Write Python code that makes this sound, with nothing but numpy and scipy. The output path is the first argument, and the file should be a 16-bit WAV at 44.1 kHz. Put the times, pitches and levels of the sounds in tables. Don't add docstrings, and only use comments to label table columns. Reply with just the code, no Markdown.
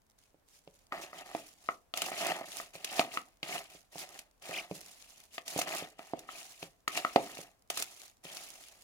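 import sys
import numpy as np
from scipy import signal
from scipy.fft import rfft, irfft, next_fast_len
from scipy.io import wavfile
from scipy.ndimage import uniform_filter1d, map_coordinates

SR = 44100
rng = np.random.default_rng(int(sys.argv[2]) if len(sys.argv) > 2 else 0)


def log_audio(samples):
    frames = np.atleast_2d(samples).T
    limited = np.clip(frames, -1, 1)
    pcm = np.round(limited * 32767).astype(np.int16)
    wavfile.write(sys.argv[1], SR, pcm)


def gain_from_db(level_db):
    decades = np.asarray(level_db, float) / 20
    return 10 ** decades


N = 389403

# (frequency [Hz], density [dB per Hz])
NOISE_SPECTRUM = [(15, -31.5), (35, -16), (170, -29), (600, -25), (3500, -41), (16000, -43)]
# (frequency [Hz], t60 [s])
ROOM_DECAY = [(300, 0.37), (1300, 0.17), (10000, 0.062)]
# (frequency [Hz], left over right [dB])
PORT_COLOUR = [(300, -3), (700, -5), (1400, 3), (4000, 3), (13000, -9.5)]
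# (time [s], mean pitch [Hz], mean level [dB])
SQUEAK_PATH = [(4.531, 3200, -48), (4.543, 2350, -37), (4.56, 3500, -45), (4.572, 2150, -41),
               (4.589, 2750, -35), (4.6, 2300, -43), (4.614, 2900, -48)]
# (frequency [Hz], t60 [s])
BASE_MODES = [(310, 0.026), (420, 0.026), (530, 0.028)]
AIR_MODES = [(678, 0.024)]
WALL_MODES = [(1250, 0.017), (1900, 0.0076)]
TABLE_MODES = [(175, 0.074)]
# (frequency [Hz], width [Hz], level [dB])
RIM_PEAKS = [(2077, 110, 4), (2646, 720, 8), (4900, 1600, -4)]
# (frequency [Hz], density [dB per Hz])
SUGAR_SPECTRUM = [(1800, -16), (3500, -12), (6900, -8.5), (8000, -13.5), (10700, -12.5), (12500, -21),
                  (14500, -19), (16000, -24)]
# (time [s], ring level before height loss [dB], height from base 0 to rim 1 [-], click level [dB])
KNOCK_EVENTS = [(0.344, -54.5, 0.073, -71), (0.6754, -42.5, 0.14, -46), (0.9226, -12.5, 0.98, -31.5),
                (1.1305, -32.5, 0.75, -60), (1.3491, -18.5, 0.33, -30.5), (1.6882, -16, 0.74, -37.5),
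                (1.939, -27, .6, -20.5), (2.02, -28.5, 0.5, -20.5), (2.064, -30, 0.42, -35),
                (2.117, -27, 0.46, -40.5), (2.412, -27, 0.39, -45), (2.6, -24, 0.77, -88),
                (2.754, -36, 0.22, -36.5), (2.994, -9.5, 0.38, -13.5), (3.013, -20.5, 0.74, -35),
                (3.1727, -9.5, 0.96, -24.5), (3.4297, -34.5, 0.14, -23), (3.75, -50.5, .05, -66),
                (3.9568, -32.5, 0.23, -53.5), (4.493, -35, 0.033, -43), (4.7121, -28, 0.028, -36),
                (5.3806, -27, 0.6, -28), (5.5616, -26, .03, -37), (5.5891, -18.5, 0.37, -43),
                (5.6146, -26.5, 0.53, -22.5), (5.794, -31, 0.89, -36.5), (5.824, -34, 0.091, -48),
                (5.9925, -29.5, 0.43, -38), (6.135, -20, 0.27, -44), (6.2897, -16.5, 1, -51),
                (6.6284, -29.5, 0.23, -31), (6.8779, -11, 0.95, -22), (6.9745, -25.5, 0.41, -18.5),
                (7.0487, -9, 0.82, -29), (7.1603, -2.5, 0.35, -15), (7.3708, -34, 0.48, -34.5),
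                (7.389, -38, 0.029, -62), (7.7027, -28, 0.51, -40), (7.773, -21, 1, -39),
                (8.2522, -42, .03, -34)]
# (time [s], crunch level [dB])
CRUNCH_EVENTS = [(1.9731, -20.5), (2.018, -19.5), (2.8447, -20.5), (4.19, -31.5), (5.479, -26),
                 (5.59, -20.5), (5.6161, -21.5), (6.191, -35), (6.8788, -24), (7.7006, -20), (7.7731, -20),
                 (7.8225, -19)]
# (start [s], length [s], hiss level at start [dB], swell by the end [dB], bowl rumble over hiss [dB])
RUB_EVENTS = [(0.184, 0.068, -71.5, 2, -15), (0.47, 0.1, -76, 13, -25), (0.667, 0.15, -78, 8, -15),
              (0.928, 0.02, -66, 1.5, 25), (0.964, 0.072, -60, 10, 1.5), (1.131, 0.053, -61, 7, 6),
              (1.261, 0.12, -59, 2.5, 4), (1.359, 0.16, -58, -1.5, -15), (1.573, 0.13, -71, 13.5, -5.5),
              (1.962, 0.11, -46, 3, -1.5), (2.12, 0.096, -51, 11.5, 2), (2.23, .13, -46, -2.5, 9),
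              (2.457, 0.14, -55, 10.5, -6.5), (2.743, 0.058, -54.5, -7, 1), (2.787, 0.21, -63.5, 24, 1.5),
              (3.111, 0.03, -58.5, 15, -2), (3.441, 0.12, -51.5, 10, -0.5), (3.703, 0.06, -58, 2, -7.5),
              (3.924, 0.092, -60, 14, -4.5), (4.066, 0.1, -65.5, 10.5, 0), (4.424, 0.16, -56, 10.5, 1),
              (4.705, 0.18, -57, 1.5, -9.5), (4.93, 0.3, -60, 0.3, -12), (5.309, 0.037, -70.5, 18.5, -11.5),
              (5.462, 0.047, -52, 5.5, -6), (5.528, 0.064, -54, 17, -5), (5.675, 0.13, -44.5, -2, 4),
              (5.988, 0.32, -62, -7.5, 4), (6.283, 0.088, -57.5, 6.5, -3.5),
              (6.385, 0.25, -49.5, -16.5, -9), (6.594, 0.034, -59.5, 9, -7), (6.892, 0.082, -58, 21, -3),
              (7.04, 0.38, -54, 0, -1), (7.71, 0.086, -51, 10.5, -9.5), (7.852, 0.21, -57, 1.5, -11.5),
              (8.245, 0.13, -56, 6, -2), (8.41, 0.45, -52.5, -12, -8)]

NOISE_DB = -72
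PORT_LAG_S = 0.00015
AIR_HEIGHT, WALL_HEIGHT = 0.47, 0.64
MISS_DB = 91
RIM_THUD_DB = -30
GRIT_DB, SNAP_DB = -14.5, -6.5
TABLE_DB = -6.5
MODE_SHIFT = 0.015
GRIP_DB_PER_S, HISS_FADE_DB_PER_S, RUMBLE_FADE_DB_PER_S = 1513, 260.5, 203
SETTLE_DB, SETTLE_DB_PER_S = -15, 105
TICKS_PER_S, TICK_DB, TICK_FOLLOWS = 26, 2, 0.8


def unit(x):
    return x / np.sqrt(np.mean(x ** 2) + 1e-20)


def along(points, hz):
    f, v = np.transpose(points)
    return np.interp(np.log(hz + 1), np.log(f + 1), v)


def wobble(rate):
    return map_coordinates(rng.standard_normal(int(N * rate / SR) + 4), [np.arange(N) * rate / SR])


def filtered(x, response):
    m = next_fast_len(x.shape[-1] + 8192)
    return irfft(rfft(x, m) * response(np.fft.rfftfreq(m, 1 / SR)), m)[..., :x.shape[-1]]


def resonances(peaks):
    def response(f):
        total = 0
        for k, (centre, width, db) in enumerate(peaks):
            damping = 1j * f * width
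            total = total + (-1) ** k * gain_from_db(db) * damping / (centre * centre - f * f + damping)
        return total
    return response


def as_peaks(modes, db):
    return [(hz, np.log(1000) / np.pi / t60, db) for hz, t60 in modes]


def sugar(f):
    return gain_from_db(along(SUGAR_SPECTRUM, f))


def grains(rate, spread_db, bed, alike):
    heights = np.minimum(rng.exponential(size=(3, N)), 5)
    sizes = gain_from_db(spread_db * heights) * rng.standard_normal((3, N))
    impulses = unit(sizes * (rng.random((3, N)) < rate / SR))
    own = impulses + bed * rng.standard_normal((3, N))
    return np.sqrt(alike) * own[0] + np.sqrt(1 - alike) * own[1:]


def patchy(x, depth_db):
    z = signal.stft(x, nperseg=256)[2]
    field = uniform_filter1d(rng.standard_normal(z.shape[1:]), size=3, axis=0)
    field = uniform_filter1d(field, size=4, axis=1)
    return unit(signal.istft(z * gain_from_db(depth_db * unit(field)), nperseg=256)[1][:, :N])


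def background():
    noise = rng.standard_normal((3, N))
    colour = lambda f: gain_from_db(along(NOISE_SPECTRUM, f))
    own = filtered(noise[1:], colour)
    common = filtered(noise[0], lambda f: colour(f) * (f < 300))
    return gain_from_db(NOISE_DB + 1.5 * wobble(1)) * unit(own + common)


def kitchen(x):
    hz, t, z = signal.stft(rng.standard_normal(x.shape), SR, nperseg=256)
    z[1] += (z[0] - z[1]) * (hz < 900)[:, None] * 0.6
    decay = gain_from_db(-60 * t / along(ROOM_DECAY, hz)[:, None])
    tail = signal.istft(z * decay, SR, nperseg=256)[1]
    delayed = np.pad(x, ((0, 0), (250, 0)))
    return signal.fftconvolve(delayed, tail / np.linalg.norm(tail[0]), axes=1)[:, :x.shape[1]]


def ports(x):
    side = np.array([[0.5], [-0.5]])
    low_cut = lambda f: (1j * f / (110 + 1j * f)) ** 2
    colour = lambda f: gain_from_db(side * along(PORT_COLOUR, f))
    lag = lambda f: np.exp(2j * np.pi * f * side * PORT_LAG_S)
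    return filtered(x, lambda f: low_cut(f) * colour(f) * lag(f))


def squeak():
    s, hz, db = np.transpose(SQUEAK_PATH)
    t = np.arange(N) / SR
    pitch = np.interp(t, s, hz) * (1 + 0.06 * wobble(700))
    phase = 2 * np.pi * np.cumsum(pitch) / SR
    level = np.interp(t, s, db, left=-120, right=-120) + 3 * wobble(500)
    return gain_from_db(level) * (np.sin(phase) + 0.2 * np.sin(2 * phase))


def ticks(hiss_db):
    cracks = gain_from_db(rng.normal(0, 4, N)) * (rng.random(N) < TICKS_PER_S / SR)
    t = np.arange(SR // 100) / SR
    pulse = t / 0.00085 * np.exp(1 - t / 0.0011)
    burst = rng.standard_normal((2, N)) * signal.fftconvolve(cracks, pulse)[:N]
    bright = lambda f: sugar(f) + gain_from_db(-20.0) * resonances(RIM_PEAKS)(f)
    return filtered(burst * gain_from_db(TICK_DB + TICK_FOLLOWS * np.maximum(hiss_db, -75)), bright)


def blows():
    near = lambda height, best: -MISS_DB * (height - best) ** 2
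    none = -120
    contacts = []
    for s, db, height, click_db in KNOCK_EVENTS:
        thud_db = db + max(near(height, 0), RIM_THUD_DB * height)
        air_db = db + near(height, AIR_HEIGHT)
        wall_db = db + near(height, WALL_HEIGHT) * (2 if height < WALL_HEIGHT else 1)
        contacts.append((s, click_db, thud_db, air_db, wall_db, click_db + GRIT_DB))
    for s, db in CRUNCH_EVENTS:
        contacts.append((s, db + SNAP_DB, none, none, none, db))
    return contacts


def ring(modes, db, t):
    total = 0
    for hz, t60 in modes:
        envelope = gain_from_db(db + rng.normal(0, 2) - 60 * t / t60)
        total = total + envelope * np.sin(2 * np.pi * hz * rng.normal(1, MODE_SHIFT) * t)
    return total


def knocks():
    t = np.arange(SR // 2) / SR
    soft_contact = 1 - np.exp(-(t / 0.00062) ** 2)
    out = np.zeros((2, N + len(t)))
    for s, click_db, thud_db, air_db, wall_db, crunch_db in blows():
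        table_db = thud_db - 2 * (max(thud_db, air_db, wall_db) - thud_db) + TABLE_DB
        body = ring(TABLE_MODES, table_db, t) + ring(BASE_MODES, thud_db, t) + ring(AIR_MODES, air_db, t)
        body = body * soft_contact + ring(WALL_MODES, wall_db, t) * (1 - np.exp(-t / 0.00028))
        noise = rng.standard_normal((2, 3, len(t)))
        click, crunch = noise[:, :1] + 1.3 * noise[:, 1:]
        click = filtered(click * gain_from_db(-60 * t / 0.016), resonances(RIM_PEAKS))
        click = click * gain_from_db(click_db) / np.abs(click).max()
        crunch = unit(filtered(crunch, sugar)) * gain_from_db(-60 * t / 0.022) * (1 - np.exp(-t / 0.0022))
        hit = body + click + crunch * gain_from_db(crunch_db)
        out[:, round(s * SR):][:, :len(t)] += hit + gain_from_db(-13.0) * kitchen(hit)
    return out[:, :N]


def rubbing(fade_db_per_s, extra_db):
    t, power = np.arange(N) / SR, np.full(N, 1e-12)
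    for (s, length, db, swell_db, _), extra in zip(RUB_EVENTS, extra_db):
        after = t - s - length
        swell = swell_db * np.clip((t - s) / length, 0, 1)
        bite = GRIP_DB_PER_S * np.maximum(s - t, 0)
        fade = fade_db_per_s * np.maximum(after, 0)
        settle = np.minimum(swell_db + SETTLE_DB - SETTLE_DB_PER_S * after, 0)
        power += gain_from_db(db + extra + swell - bite - fade) ** 2
        power += (t > s + length) * gain_from_db(db + extra + settle) ** 2
    return 10 * np.log10(power)


def bowl(rise):
    air = np.multiply(AIR_MODES, [rise, 0.9])
    low = as_peaks(TABLE_MODES, -10) + as_peaks(BASE_MODES, -10)
    return resonances(low + as_peaks(air, 0) + as_peaks(WALL_MODES, -8.5))


def strokes(hiss_db):
    rumble_db = rubbing(RUMBLE_FADE_DB_PER_S, np.transpose(RUB_EVENTS)[-1])
    rasp_db = 0.53 * rumble_db + 0.5 * hiss_db - 1.0
    slip = lambda: 1.5 * wobble(25) + 2.4 * wobble(140)
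    shake = grains(830, 0.46, 0.46, alike=0.95)
    heap = np.pi / 4 * (1 + np.tanh(wobble(14)))
    rumble = np.cos(heap) * filtered(shake, bowl(1)) + np.sin(heap) * filtered(shake, bowl(1.08))
    rumble = unit(rumble) * gain_from_db(rumble_db + 2 * wobble(45))
    rasp = filtered(grains(1500, 2.6, 0.8, alike=0.25), resonances(RIM_PEAKS))
    rasp = patchy(rasp, depth_db=4) * gain_from_db(rasp_db + slip())
    hiss = filtered(grains(1500, 6.1, 1.62, alike=0.065), sugar)
    hiss = patchy(hiss, depth_db=2.0) * gain_from_db(hiss_db + slip())
    return rumble + rasp + hiss


def scene():
    hiss_db = rubbing(HISS_FADE_DB_PER_S, np.zeros(len(RUB_EVENTS)))
    return background() + squeak() + ports(ticks(hiss_db) + knocks() + strokes(hiss_db))


def roll_off(x):
    return signal.sosfilt(signal.butter(12, 16050, fs=SR, output="sos"), x)


def record(dry):
    return roll_off(dry)


dry = scene()
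out = record(dry)
log_audio(out)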